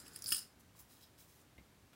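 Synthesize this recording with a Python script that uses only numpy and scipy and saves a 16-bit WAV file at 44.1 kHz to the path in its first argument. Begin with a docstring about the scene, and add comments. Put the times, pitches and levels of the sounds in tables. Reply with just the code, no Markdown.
"""Coins clink as a hand sweeps them across a towel on carpet; they clash into a small pile and settle.
Each contact clicks and rings the coins' modes, choked by neighbours and fingers. Then the fingers
slide and tap a small paper packet: its fibres hiss, its edge rasps in tiny slips, taps ring it briefly.
Hand and body bump softly, over the steady air of a quiet furnished room."""
import sys
import numpy as np
from scipy import signal
from scipy.fft import rfft, irfft, next_fast_len
from scipy.io import wavfile
from scipy.ndimage import map_coordinates

SR = 44100
rng = np.random.default_rng(int(sys.argv[2]) if len(sys.argv) > 2 else 0)


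def persist_wave(psi):
    """Save psi, clipped to +-1, as 16-bit WAV."""
    counts = np.round(np.clip(psi, -1, 1) * 32767).astype(np.int16)
    wavfile.write(sys.argv[1], SR, np.atleast_2d(counts).T)


N = 85995
T = np.arange(N) / SR
RING_T = T[:SR // 3]


def amp(db):
    """Decibels to gain."""
    return 10 ** (np.asarray(db) / 20)


def unit_rms(x):
    """Scale to rms 1."""
    return x / np.sqrt(np.mean(x ** 2) + 1e-20)


def log_interp(points, hz):
    """Interpolate (Hz, value) points on a log frequency axis."""
    point_hz, values = np.transpose(points)
    return np.interp(np.log(hz + 1), np.log(point_hz + 1), values)


def filtered(x, response):
    """Apply a gain given as a function of Hz."""
    size = next_fast_len(N + SR // 4)
    return irfft(rfft(x, size) * response(np.fft.rfftfreq(size, 1 / SR)), size)[:N]


def noise(spectrum):
    """Coloured noise of rms 1."""
    return unit_rms(filtered(rng.standard_normal(N), lambda hz: amp(log_interp(spectrum, hz))))


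def ramp(t, rise_s):
    """Linear rise from 0 to 1."""
    return np.clip(t / rise_s, 0, 1)


def decay(t, t60_s):
    """Silent before zero, then exponential decay."""
    return (t >= 0) * np.exp(-np.log(1000) * np.maximum(t, 0) / t60_s)


def add(out, start_s, x):
    """Mix x into out at start_s."""
    i = max(0, round(start_s * SR))
    out[i:i + len(x)] += x[:N - i]


# Cloth friction spectrum. Each row: frequency in Hz, relative level in dB.
TOWEL_SPECTRUM = [(300, 2.5), (800, -10), (1500, -2), (2500, -12), (16000, -16)]
def towel_sweep(level_db=-63.5, lift_s=0.332, fade_s=0.21):
    """The hand brushes the towel until it lifts."""
    return amp(level_db) * (1 - ramp(T - lift_s, fade_s)) * noise(TOWEL_SPECTRUM)


UPPER_HZ, RING_RISE_S = 7000, 0.000315
def ring(modes, upper_db=0, scatter_db=2.5, lower_detune=0.0075, upper_detune=0.025):
    """One blow excites damped modes, each scattered in pitch and strength."""
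    hz, db, t60_s = np.transpose(modes)
    upper = hz > UPPER_HZ
    pitch, strength, polarity = rng.standard_normal((3, len(hz)))
    hz = hz * (1 + np.where(upper, upper_detune, lower_detune) * pitch)
    gain = amp(db + scatter_db * strength)
    gain = np.sign(polarity) * gain / np.linalg.norm(gain) * amp(upper_db * upper)
    tones = np.sin(2 * np.pi * hz[:, None] * RING_T) * decay(RING_T, t60_s[:, None])
    return 2 * gain @ tones * ramp(RING_T, RING_RISE_S)


# Coin modes. Each row: frequency in Hz, relative level in dB, unchoked t60 in seconds.
COIN_RESONANCES = [(4700, -4.5, .06), (4930, -2, .08), (5028, -2, .16), (5250, -2, .09), (5380, -5, .07),
                   (8530, -6, .07), (8900, -6, .06), (9450, -5, .05), (9780, -3, .065), (10236, -4, .045),
                   (10830, -2, .05), (14200, -5, .035), (14700, -7, .035)]
def coin_ring(start_s, upper_db=0, let_go_s=0.255, held_db=-24, free_db=-2.5, choke_t60_s=0.0221):
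    """Neighbours choke most of a coin's ring; more rings on once the fingers let go."""
    free_ratio = amp(held_db if start_s < let_go_s else free_db)
    damping = (decay(RING_T, choke_t60_s) + free_ratio) / (1 + free_ratio)
    return ring(COIN_RESONANCES, upper_db) * damping


# Coin contacts. Each row: start in seconds, ring level in dB, upper-mode boost in dB, click level in dB.
COIN_CONTACTS = [(.001, -51, -6, -68.5), (.0805, -50.5, -2, -48), (0.1601, -44.5, 4.5, -46),
                 (.189, -55.5, 1.5, -45), (.221, -54, 11.5, -42.5), (.2415, -39.5, -2, -39.5),
                 (.2603, -36, -19.5, -41.5), (.268, -45.5, 2, -41.5), (.2805, -47, 9.5, -48.5),
                 (.289, -44.5, 11, -33.5), (.305, -39.5, 7.5, -37.5), (.313, -48.5, 6, -34.5),
                 (.32, -35.5, 2.5, -25), (.3233, -27.5, -6, -24.5), (.327, -33, 4.5, -34),
                 (.3455, -48, 16, -45.5), (.366, -48, 14.5, -50.5), (.381, -41, -2, -50.5),
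                 (.391, -43.5, 1, -42.5)]
# Contact click spectrum. Each row: frequency in Hz, relative level in dB.
CLICK_SPECTRUM = [(850, -36.5), (1400, -8.5), (2150, -27), (3400, -8), (6100, -8), (7500, -6), (10000, -5),
                  (11800, -10.5), (15000, -2.5)]
def clinks(click_rise_s=0.00141, click_t60_s=0.0248):
    """Coin strikes coin: a noise click and a metallic ring."""
    rings, click_power = np.zeros((2, N))
    for start_s, ring_db, upper_db, click_db in COIN_CONTACTS:
        add(rings, start_s, amp(ring_db) * coin_ring(start_s, upper_db))
        t = T - start_s
        click_power += (amp(click_db) * ramp(t, click_rise_s) * decay(t, click_t60_s)) ** 2
    return rings + noise(CLICK_SPECTRUM) * np.sqrt(click_power)


# Jostling envelope. Each row: time in seconds, level in dB.
JOSTLE_LEVELS = [(.005, -57.5), (.04, -68.5), (.066, -59), (.1, -73), (.125, -64), (.158, -56.5), (.2, -72),
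                 (.25, -58), (.28, -45), (.3, -54), (.335, -48), (.362, -43), (.395, -53), (.48, -73.5)]
# Rim-on-rim spectrum. Each row: frequency in Hz, relative level in dB.
RIM_SPECTRUM = [(800, -61), (1400, -7.5), (2200, -15.5), (4700, -1), (6100, -9), (7500, 3.5), (9200, -16.5),
                (12000, -5.5), (15000, -16)]
def jostle(touches_per_s=890, segments=36, ring_over_click_db=1):
    """Sliding coins touch at random; in each segment other rims meet."""
    out = np.zeros(N)
    scrape = noise(RIM_SPECTRUM)
    level = amp(np.interp(T, *np.transpose(JOSTLE_LEVELS)))
    impulses = (rng.random(N) < touches_per_s / SR) * np.sign(rng.standard_normal(N))
    touches = level * unit_rms(impulses)
    click_envelope = ramp(RING_T, RING_RISE_S) * decay(RING_T, t60_s=0.009)
    edges_s = np.linspace(0, JOSTLE_LEVELS[-1][0], segments + 1)
    for start_s, end_s in zip(edges_s, edges_s[1:]):
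        click = np.roll(scrape, rng.integers(N))[:len(RING_T)] * click_envelope
        contact = unit_rms(click) + amp(ring_over_click_db) * unit_rms(coin_ring(start_s))
        segment = touches[round(start_s * SR):round(end_s * SR)]
        add(out, start_s, signal.fftconvolve(segment, contact / np.linalg.norm(contact)))
    return out


# Blows on the pile. Each row: start in seconds, level in dB.
PILE_BLOWS = [(.063, -57.5), (0.161, -57.5), (.32, -37), (0.3228, -34), (0.3457, -45)]
# Pile modes. Each row: frequency in Hz, relative level in dB, t60 in seconds.
PILE_MODES = [(313.6, -11, 0.0285), (1243, -12.5, 0.059), (1525, -7.5, 0.018), (1814.3, -11, 0.0352),
              (2644.6, 0.5, 0.0186), (2914, 0, 0.0264), (3225, -3, 0.0235), (4190, -1, 0.0135)]
def pile_clashes():
    """Blows clack through the whole pile."""
    out = np.zeros(N)
    for start_s, db in PILE_BLOWS:
        add(out, start_s, amp(db) * ring(PILE_MODES))
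    return out


# Small coin's modes. Each row: frequency in Hz, relative level in dB, t60 in seconds.
SMALL_COIN_MODES = [(5656, -7.5, 0.0253), (6820, -9.5, 0.0254)]
def small_coin_chink(start_s=0.2225, level_db=-48.5):
    """One small coin is nudged and rings briefly."""
    out = np.zeros(N)
    add(out, start_s, amp(level_db) * ring(SMALL_COIN_MODES))
    return out


# Soft bumps. Each row: start in seconds, level in dB.
BODY_BUMPS = [(0.255, -58), (0.323, -57), (1.586, -53.5), (1.831, -60.5)]
# Bump spectrum. Each row: frequency in Hz, relative level in dB.
BUMP_SPECTRUM = [(25, -19), (60, 2.5), (130, -11), (300, -15.5), (3000, -72.5)]
def body_bumps(rise_s=0.000625, t60_s=0.202):
    """Hand and body bump softly: bursts of low noise."""
    envelope = sum(amp(db) * ramp(T - start_s, rise_s) * decay(T - start_s, t60_s)
                   for start_s, db in BODY_BUMPS)
    return envelope * noise(BUMP_SPECTRUM)


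# Paper strokes. Each row: start, rise, hold and 30 dB fall in seconds, hiss and rasp levels in dB.
PAPER_STROKES = [(0.587, 0.0193, 0.00225, .025, -66.5, -91.5), (0.741, 0.0283, 0.0164, 0.036, -66, -77.5),
                 (0.788, 0.0052, 0.0065, 0.0825, -58.5, -83.5), (0.873, 0.0396, .02, 0.3, -65.5, -72.5),
                 (0.992, 0.0426, 0.0069, 0.0414, -66.5, -68), (1.171, 0.0216, 0.018, 0.137, -62.5, -71),
                 (1.266, 0.0267, 0.122, 0.05, -70.5, -85)]
# Paper friction spectrum. Each row: frequency in Hz, relative level in dB.
HISS_SPECTRUM = [(1000, -13), (4000, -15), (5600, -7.5), (13500, -7)]
# Paper edge modes. Each row: frequency in Hz, relative level in dB, t60 in seconds.
EDGE_MODES = [(2927, -5.5, 0.0098), (3364, -8, 0.022), (3852, 0, 0.0125), (5060, -3, .008)]
def paper_slides(fibres_per_s=460, fibre_db=1.5, slips_per_s=650, crisp_hz=11520, crisp_ref_db=-56):
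    """Sliding paper hisses, roughened by its fibres; its edge rasps in tiny slips."""
    hiss = noise(HISS_SPECTRUM)
    roughness = map_coordinates(rng.standard_normal(N), [T * fibres_per_s])
    hiss *= unit_rms(amp(fibre_db * roughness))
    treble = filtered(hiss, lambda hz: hz ** 8 / (hz ** 8 + crisp_hz ** 8.))
    slips = (rng.random(N) < slips_per_s / SR) * rng.standard_normal(N)
    rasp = unit_rms(signal.fftconvolve(slips, ring(EDGE_MODES))[:N])
    out = np.zeros(N)
    for start_s, rise_s, hold_s, fall_s, hiss_db, rasp_db in PAPER_STROKES:
        t = T - start_s
        swell = np.sin(np.pi / 2 * ramp(t, rise_s)) ** 2
        release = decay(np.maximum(t - rise_s - hold_s, 0), 2 * fall_s)
        crispness = amp(hiss_db - crisp_ref_db) ** 2  # harder strokes are crisper
        out += swell * release * (amp(hiss_db) * (hiss + crispness * treble) + amp(rasp_db) * rasp)
    return out


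# Finger taps. Each row: start in seconds, tone level in dB, pitch in Hz, t60 in seconds, tick in dB.
FINGER_TAPS = [(.751, -61.5, 1048, 0.0383, -80), (1.5805, -56, 2107, 0.052, -64.5),
               (1.596, -64.5, 2163, 0.091, -72), (1.932, -60.5, 1424, 0.034, -61.5)]
# Fingertip tick spectrum. Each row: frequency in Hz, relative level in dB.
TICK_SPECTRUM = [(900, -1), (1900, -12), (2700, 1), (3700, -1.5), (4800, -14)]
def packet_taps(overtone_ratio=1.1, overtone_db=-11.5, tick_t60_s=0.065):
    """A fingertip ticks on the packet and rings two of its modes."""
    out = np.zeros(N)
    tick = noise(TICK_SPECTRUM)
    for start_s, tone_db, hz, t60_s, tick_db in FINGER_TAPS:
        t = T - start_s
        phase = 2 * np.pi * hz * t
        tone = np.sin(phase) + amp(overtone_db) * np.sin(overtone_ratio * phase)
        out += amp(tone_db) * tone * decay(t, t60_s) + amp(tick_db) * tick * decay(t, tick_t60_s)
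    return out


# Room decay. Each row: frequency in Hz, t60 in seconds.
ROOM_DECAY = [(1400, 0.281), (15000, 0.1995)]
def room_reverb(x, level_db=-8, rise_s=0.00152):
    """A short diffuse tail whose treble dies first."""
    hz, t, bands = signal.stft(rng.standard_normal(SR // 2), SR, nperseg=256)
    tail = signal.istft(bands * decay(t, log_interp(ROOM_DECAY, hz)[:, None]), SR)[1]
    tail *= ramp(T[:len(tail)], rise_s)
    return amp(level_db) * signal.fftconvolve(x, tail / np.linalg.norm(tail))[:N]


# Room air spectrum. Each row: frequency in Hz, relative level in dB.
AIR_SPECTRUM = [(70, 2.5), (150, 0), (300, -4.5), (500, -10), (1500, -14), (4000, -19.5), (15500, -26)]
def room_air(level_db=-65.5):
    """Steady low noise behind everything."""
    return amp(level_db) * noise(AIR_SPECTRUM)


def scene():
    """Coins and paper with reverb, plus towel, bumps and air; mono."""
    coins = clinks() + jostle() + pile_clashes() + small_coin_chink()
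    direct = coins + paper_slides() + packet_taps()
    return (direct + room_reverb(direct) + towel_sweep() + body_bumps() + room_air())[None]


LOW_CUT_HZ, TOP_HZ = 55, 15850
def record(dry):
    """The microphone sheds deep bass and passes nothing above TOP_HZ."""
    return filtered(dry[0], lambda hz: (hz < TOP_HZ) * hz ** 4 / np.hypot(hz ** 4, LOW_CUT_HZ ** 4))[None]


dry = scene()
out = record(dry)
persist_wave(out)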